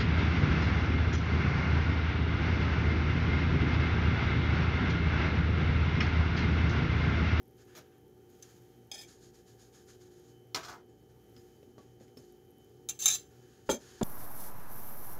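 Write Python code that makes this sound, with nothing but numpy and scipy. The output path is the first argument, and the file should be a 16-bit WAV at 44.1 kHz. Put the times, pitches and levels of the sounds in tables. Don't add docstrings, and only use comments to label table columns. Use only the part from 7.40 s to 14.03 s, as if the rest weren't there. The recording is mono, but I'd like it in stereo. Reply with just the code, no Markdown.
import sys
import numpy as np
from scipy import signal
from scipy.fft import rfft, irfft, next_fast_len
from scipy.io import wavfile
from scipy.ndimage import uniform_filter1d, map_coordinates

SR = 44100
rng = np.random.default_rng(int(sys.argv[2]) if len(sys.argv) > 2 else 0)


def dump_mix(stems):
    frames = np.atleast_2d(stems).T
    limited = np.clip(frames, -1, 1)
    pcm = np.round(limited * 32767).astype(np.int16)
    wavfile.write(sys.argv[1], SR, pcm)


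N = 292559
T = np.arange(N) / SR


def amp(db):
    return 10 ** (np.asarray(db) / 20)


def unit(x):
    return x / np.sqrt(np.mean(x ** 2) + 1e-20)


def along(points, hz):
    f, v = np.transpose(points)
    return np.interp(np.log(hz + 1), np.log(f + 1), v)


def strokes(rows, rise_s):
    total, tint = np.zeros((2, N))
    for start, hold, db, colour, fade in rows:
        span = slice(round(start * SR), round(start * SR) + SR)
        age = T[:len(T[span])]
        rise = np.clip(age / rise_s, 0, 1) ** 2
        fall = amp(db - fade * np.clip(age - rise_s - hold, 0, None))
        power = (fall * rise) ** 2
        total[span] += power
        tint[span] += power * colour
    return np.sqrt(total), tint / (total + 1e-30)


def wobble(rate):
    knots = rng.standard_normal(int(N * rate / SR) + 4)
    return map_coordinates(knots, [T * rate])


def filtered(x, response):
    m = next_fast_len(N + SR // 2)
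    return irfft(rfft(x, m) * response(np.fft.rfftfreq(m, 1 / SR)), m)[..., :N]


def coloured(x, spectrum):
    return unit(filtered(x, lambda hz: amp(along(spectrum, hz))))


def modes(table, widen=1):
    def response(f):
        h = 0
        for centre, width, db in table:
            loss = 1j * f * width * widen
            h = h + amp(db) * loss / (centre * centre - f * f + loss)
        return h / np.sqrt(np.mean(abs(h) ** 2))
    return response


def grit(spread_db):
    size = np.minimum(rng.exponential(size=N), 4)
    return unit(rng.standard_normal(N) * amp(spread_db * size))


def wandering(x, depth_db):
    z = signal.stft(x, nperseg=256)[2]
    field = uniform_filter1d(rng.standard_normal(z.shape), size=4, axis=0)
    field = uniform_filter1d(field, size=9, axis=1)
    return unit(signal.istft(z * amp(depth_db * unit(field)), nperseg=256)[1][:N])


# (frequency [Hz], left-right likeness [-1 to 1])
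COHERENCE = [(60, 1), (150, 0.8), (380, 1), (950, -0.12), (2380, -0.13), (5980, 0.3), (15000, -0.29)]


def pair(a, b):
    def turn(hz):
        return np.arcsin(np.clip(along(COHERENCE, hz), -1, 1)) / 2
    both = np.array([a, b])
    own = filtered(both, lambda hz: np.cos(turn(hz)))
    return own + filtered(both[::-1], lambda hz: np.sin(turn(hz)))


# (frequency [Hz], relative level [dB])
HUM_TONES = [(59.2, -78.5), (86, -77), (117.6, -71), (120, -72), (242, -78), (296, -76.5), (360.5, -68),
             (409, -73.5), (468, -74.5), (764.4, -74.5), (883, -89), (1707, -85.5), (3176, -89.5)]
# (time [s], relative level [dB])
WHINE_LEVEL = [(0, -86), (1.8, -86), (2.7, -81.5), (3.1, -76.5), (3.6, -83.5), (4.2, -77), (4.8, -81),
               (5.9, -79), (6.63, -82)]
# (frequency [Hz], relative density [dB])
RUMBLE_SPECTRUM = [(12, -51), (20, -41.5), (63, -8.5), (107, -9), (129, -1), (192, -3.5), (310, -8),
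                   (362, 1), (476, -3.5), (546, -14), (694, -15.5), (769, -14.5), (897, -11.5),
                   (960, -43.5), (1200, -20.5), (1560, -49.5), (2640, -120)]
# (frequency [Hz], relative density [dB])
HISS_SPECTRUM = [(530, -31), (900, -17.5), (956, -12.5), (1360, -5.5), (1750, -6), (2000, -8),
                 (2810, -11.5), (3140, -5.5), (3500, -13), (6660, -10), (8590, -19), (11400, -11),
                 (14700, -12.5), (15600, -15), (16300, -43.5)]
WHINE_HZ, THROB_HZ, TICKS_PER_S = 3046, 119, 30


def refrigerator():
    tones = np.zeros((2, N))
    for hz, db in HUM_TONES:
        phase = 2 * np.pi * hz * T + 1.85 * wobble(6) + .5 * wobble(25)
        waver_db = 3.55 / (1 + (hz / 600) ** 4) * wobble(9)
        offset = rng.normal(0, hz / 2500, (2, 1))
        tones += amp(db + 2.5 + waver_db) * np.sin(phase + offset)
    time, db = np.transpose(WHINE_LEVEL)
    whine_phase = 2 * np.pi * WHINE_HZ * T + 0.68 * wobble(11)
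    whine_gain = amp(np.interp(T, time, db) + 2.5 + 2.9 * wobble(13))
    tones += whine_gain * np.sin(whine_phase + np.array([[0], [1.5]]))
    throb = 1 + 0.42 * np.sin(2 * np.pi * THROB_HZ * T + wobble(4.2))
    rumble = [amp(-62.5 + 0.41 * wobble(22)) * throb * coloured(rng.standard_normal(N), RUMBLE_SPECTRUM)
              for _ in "ab"]
    hiss = [amp(-72.5 + 2.7 * wobble(2.82)) * coloured(rng.standard_normal(N), HISS_SPECTRUM) for _ in "ab"]
    tick_gain = amp(4.1 * rng.standard_normal(N) + 2.2 * wobble(1.52))
    ticks = (rng.random(N) < TICKS_PER_S / SR) * tick_gain
    ticks = filtered(ticks, modes([(11700, 2900, 0)]))
    ticks = amp(-58.5) * filtered(ticks, modes([(11530, 5500, 0)]))
    return pair(*(tones + rumble + hiss)) + ticks


# (start [s], hold [s], level [dB], low part re bright part [dB], fade [dB/s])
RUB_STROKES = [(.15, 0.035, -68, -1, 130), (.25, .13, -70.5, 5.5, 197), (.4, 0.14, -85, 13, 300),
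               (.87, .1, -75, -5, 100), (1, 0.0243, -64, -4, 68), (1.655, 0.043, -59.5, -5, 181),
               (1.79, .02, -60.5, -6.5, 184), (1.915, 0.0092, -61.5, -6, 194),
               (2.045, 0.025, -63.5, -5.5, 190), (2.165, 0.0316, -63.5, -6.5, 146),
               (2.31, 0.016, -59.5, -4, 145), (2.45, 0.023, -59, -3.5, 188), (2.585, 0.016, -65, -4.5, 160),
               (2.68, 0.21, -70, -5.5, 250), (3.46, 0.14, -79.5, -2, 200), (3.67, 0.018, -76, -1, 250),
               (3.92, 0.026, -72, -6, 26), (4.36, 0.018, -73, 1.5, 70), (4.58, 0.0184, -69, -2, 112),
               (4.75, 0.016, -65.5, -7, 88), (5.17, 0.23, -78.5, -8, 255), (5.78, 0.04, -72, -1.5, 138),
               (5.88, 0.3, -70.5, -0.5, 100), (6.24, 0.019, -63.5, -6, 63), (6.38, 0.18, -61.5, -2, 152)]
# (frequency [Hz], relative density [dB])
RUB_BRIGHT = [(1470, -66), (2500, -45), (3160, -7.5), (4950, -2), (5870, -4.5), (6760, 3.5), (7830, -11),
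              (11100, -11), (14600, -18), (16000, -37)]
# (frequency [Hz], relative density [dB])
RUB_DULL = [(530, -30), (900, -12), (1040, -14), (1720, -4), (1960, -14), (3200, -14), (4160, -23),
            (7040, -120)]


def rubbing():
    level, low_db = strokes(RUB_STROKES, rise_s=0.032)
    sides = []
    for _ in "ab":
        bright = coloured(grit(spread_db=2.0), RUB_BRIGHT)
        dull = coloured(grit(spread_db=-0.5), RUB_DULL)
        sides.append(bright + amp(low_db) * dull)
    return level * amp(1.58 * wobble(40)) * pair(*sides)


# (time [s], relative level [dB], ring [Hz], ring level [dB], thump level [dB], sizzle level [dB])
POPS_AND_TAPS = [(0.351, -35, 1920, -12, 5.5, -9), (0.366, -35.5, 638, -5, -3, 0),
                 (0.379, -42, 1300, -12, -4, 7.5), (3.146, -11, 1282, -11.5, -48, -25),
                 (3.159, -17.5, 1110, -14, -5, -24), (3.172, -30, 1260, -4, -5, -30),
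                 (3.232, -31.5, 1330, -2, -11, -29), (3.249, -29.5, 1180, -4, -4, -30),
                 (3.286, -32.5, 1490, 1, -3, -30), (3.327, -40, 1480, -4, 17, -30),
                 (3.965, -41, 5030, 1, -5, -26), (4.229, -50, 3000, -18, 18.5, -11),
                 (4.381, -42, 1127, 0, 5, -23), (4.6, -52, 1580, -2, 7, -22),
                 (4.679, -48.5, 3130, -22, 21, -19.5), (4.772, -41.5, 5330, 4, 12, 0)]
# (start [s], hold [s], level [dB], low panel level [dB], fade [dB/s])
FOIL_CRINKLES = [(.348, 0.023, -50, -3, 450), (3.145, 0.0097, -40, 3, 245), (3.225, 0.028, -49, -1.5, 253),
                 (3.278, 0.0044, -45.5, 4.5, 500), (3.3, 0.018, -57, 12, 260), (3.37, .03, -74, 3, 500)]
# (frequency [Hz], relative density [dB])
SHEET_SPECTRUM = [(880, -71), (1500, -7), (1920, -6.5), (2060, -6), (2540, -5.5), (2740, -8.5),
                  (6760, -2.5), (7840, -14), (14800, -20), (16000, -42)]
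# (frequency [Hz], relative density [dB])
PANEL_SPECTRUM = [(200, -6), (450, -3), (800, 0.5), (1300, 2), (1900, -6), (3000, -24)]
# (frequency [Hz], relative density [dB])
CREASE_SPECTRUM = [(7000, -35), (9500, -7), (12000, -2), (15000, -6.5), (16000, -18)]
BURST_T60_S, THUMP_T60_S, THUMP_HZ, PANEL_DB = 0.032, 0.025, 376, -7


def foil_and_taps():
    level, low_db = strokes(FOIL_CRINKLES, rise_s=0.0065)
    sheet = coloured(grit(spread_db=6), SHEET_SPECTRUM)
    panel = coloured(grit(spread_db=11.0), PANEL_SPECTRUM)
    out = level * amp(0.92 * wobble(120)) * (sheet + amp(low_db) * panel)
    spectra = (SHEET_SPECTRUM, PANEL_SPECTRUM, CREASE_SPECTRUM)
    layers = np.array([coloured(grit(spread_db=7.5), spectrum) for spectrum in spectra])
    t = T[:SR // 5]
    for time, db, hz, ring_db, thump_db, sizzle_db in POPS_AND_TAPS:
        i = round(time * SR)
        crackle = amp([0, PANEL_DB, sizzle_db]) @ layers[:, i:i + len(t)]
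        crackle *= amp(-60 * t / BURST_T60_S)
        ring = amp(ring_db - 60 * t / (3.0 * BURST_T60_S)) * np.sin(2 * np.pi * hz * t)
        thump = amp(thump_db - 60 * t / THUMP_T60_S) * np.sin(2 * np.pi * THUMP_HZ * t)
        thump *= 1 - np.exp(-t / 0.0028)
        out[i:i + len(t)] += amp(db - 11.0) * (crackle + ring + thump)
    return out


# (time [s], relative level [dB], upright share against tilted [0-1])
SPOON_BLOWS = [(1.0244, -35.5, 0.84), (1.515, -26, 0), (5.488, -17.5, 0.93), (5.4944, -18.5, 1),
               (5.5907, -27.5, 1), (5.6575, -4, 0.99), (5.6795, -11, 1), (5.6846, -12.5, 0.89),
               (6.2976, -21.5, 0.6), (6.3123, -29, 1)]
# (start [s], hold [s], level [dB], upright share [0-1], fade [dB/s])
SPOON_SLIDES = [(1.513, 0.052, -46.5, 0, 300), (1.575, 0.053, -45, 0, 598), (5.489, 0.0032, -33, 0.99, 801),
                (5.53, 0.019, -55, 0.7, 302), (5.593, 0.13, -31.5, 0.98, 600), (5.655, 0.054, -28, 1, 261),
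                (5.725, 0.026, -29, 0.99, 1500), (5.776, 0.012, -64, 0.72, 400),
                (6.297, 0.019, -33.5, 0.7, 452), (6.627, .02, -24.5, 0, 400)]
# (frequency [Hz], width before damping [Hz], relative level [dB])
UPRIGHT_MODES = [(1344, 22, -15), (2750, 57, -13.5), (3700, 115, -7), (4003, 40, -5.5), (5060, 75, -15.5),
                 (5000, 24, -16), (6260, 70, -1.5), (6295, 99, 4.5), (6270, 50, -14), (7100, 35, -7.5),
                 (7270, 28, 2.5), (7878, 28, -18), (8140, 15, -19.5), (9350, 140, -13), (10220, 79, -12),
                 (10800, 43, -11), (11230, 43, -24.5), (12440, 89, -12.5), (12800, 92, -13),
                 (14100, 240, -13), (13600, 40, -15), (14440, 45, -14), (15200, 50, -21.5)]
# (frequency [Hz], width before damping [Hz], relative level [dB])
TILTED_MODES = [(814, 120, -7.5), (1805, 110, -4.5), (2373, 106, 1.5), (3267, 56, 7), (3560, 27, -4),
                (4420, 65, -6), (5063, 66, 3.5), (5300, 73, -12.5), (6220, 70, 7.5), (7150, 64, -6),
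                (7760, 53, -25), (9650, 210, -8), (11400, 80, -32), (12430, 180, -22), (14200, 35, -13)]
# (frequency [Hz], relative density [dB])
CONTACT_SPECTRUM = [(300, -38), (600, -54.5), (1500, -7), (3600, -11.5), (6400, 6.5), (7800, -9),
                    (8800, -30.5), (11000, -15.5), (15000, -24.5), (16000, -30)]
DAMPING = 1.3
CONTACT_S = .0033
BLOW_RASP_DB, SLIDE_RASP_DB = -11, -10.5


def spoon_on_glass():
    slide, share = strokes(SPOON_SLIDES, rise_s=.004)
    slide = slide * wandering(grit(spread_db=2), depth_db=2.5) * amp(2.5 * wobble(200))
    upright, tilted = np.sqrt(np.clip([share, 1 - share], 0, 1)) * slide
    rasp = amp(SLIDE_RASP_DB) * slide
    t = T[:SR // 50]
    u = 4 * t / CONTACT_S
    for time, db, part in SPOON_BLOWS:
        span = slice(round(time * SR), round(time * SR) + len(t))
        blow = u * np.exp(-u) * rng.choice([-1, 1], len(t))
        blow = amp(db + 15.5) * blow / np.linalg.norm(blow)
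        upright[span] += np.sqrt(part) * blow
        tilted[span] += np.sqrt(1 - part) * blow
        rasp[span] += amp(BLOW_RASP_DB) * blow
    broad = filtered(rasp, lambda hz: unit(amp(along(CONTACT_SPECTRUM, hz))))
    ringing = filtered(upright, modes(UPRIGHT_MODES, DAMPING)) + filtered(tilted, modes(TILTED_MODES, DAMPING))
    return ringing + broad


# (time [s], relative level [dB], contact [s])
COUNTER_TOUCHES = [(3.965, -34.5, .004), (4.229, -40.5, 0.0022), (4.381, -41, 0.00075),
                   (4.608, -39, 0.0019), (4.77, -38.5, 0.0022), (6.2916, -21.5, 0.00043),
                   (6.2937, -15.5, 0.00046), (6.297, -20.5, 0.0007), (6.3, -29, .0008),
                   (6.308, -32, 0.0022), (6.319, -38.5, 0.0011), (6.612, -26, 0.00067),
                   (6.615, -20, 0.00075), (6.62, -24, .002), (6.628, -13.5, 0.0031)]
# (frequency [Hz], width [Hz], relative level [dB])
COUNTER_MODES = [(103, 54, -8.5), (139, 52, -9), (238, 56, 4.5), (379, 95, -5.5), (430, 79, -3),
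                 (565, 200, -1.5), (797, 28, -5.5), (1315, 155, -11.5), (1440, 47, -32)]
HARD_S, CRACK_T60_S = .0005, .012


def counter():
    push, crack = np.zeros((2, N + SR))
    t = T[:SR // 50]
    for time, db, contact in COUNTER_TOUCHES:
        span = slice(round(time * SR), round(time * SR) + len(t))
        soft = np.sin(np.pi * np.clip(t / contact, 0, 1)) ** 2
        push[span] += amp(db + 20.5) * soft / soft.sum()
        crack_gain = amp(db - 15.5 - 60 * t / CRACK_T60_S) * HARD_S / contact
        crack[span] += crack_gain * rng.standard_normal(len(t))
    return filtered(push[:N], modes(COUNTER_MODES)) + filtered(crack[:N], modes([(2000, 1100, 0)]))


# (frequency [Hz], t60 [s])
KITCHEN_T60 = [(200, 0.21), (1500, 0.14), (6000, 0.068), (15000, 0.065)]


def kitchen(x):
    out, step = np.zeros((2, N + SR)), SR // 8
    for i in range(0, N, step):
        hz, t, z = signal.stft(rng.standard_normal((2, SR // 4)), SR, nperseg=128)
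        decay = amp(-60 * t / along(KITCHEN_T60, hz)[:, None])
        tail = signal.istft(z * decay, SR, nperseg=128)[1]
        tail *= amp(-5) / np.linalg.norm(tail, axis=1, keepdims=True)
        wet = signal.fftconvolve(x[None, i:i + step], tail, axes=1)
        out[:, i:i + wet.shape[1]] += wet
    return pair(*out[:, :N])


def placed(x, lag_s, lean_db):
    def response(hz):
        lean = amp(np.array([[.5], [-.5]]) * lean_db)
        return lean * np.exp(1j * np.pi * lag_s * np.outer([-1, 1], hz))
    return filtered(x, response)


def scene():
    glass, pan, top = spoon_on_glass(), foil_and_taps(), counter()
    direct = placed(glass, lag_s=-0.0002557, lean_db=-2.1)
    direct += placed(pan, lag_s=.00005, lean_db=0)
    direct += placed(top, lag_s=0, lean_db=1.5)
    hum = placed(refrigerator(), lag_s=0.00032, lean_db=0)
    return 0.61 * direct + kitchen(glass + pan + top) + rubbing() + hum


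# (frequency [Hz], left minus right [dB])
LEFT_MINUS_RIGHT = [(60, -1.5), (130, 3.5), (290, 5.5), (640, 2.5), (1410, 1), (3100, 3), (6820, 1),
                    (15000, 3)]
BASS_CUT_HZ, TOP_HZ = 48, 15700


def record(dry):
    def response(hz):
        balance = amp(np.outer([.5, -.5], along(LEFT_MINUS_RIGHT, hz)))
        return balance * (hz < TOP_HZ) / np.sqrt(1 + (BASS_CUT_HZ / (hz + 1)) ** 6)
    return filtered(dry, response)


dry = scene()
out = record(dry)
dump_mix(out)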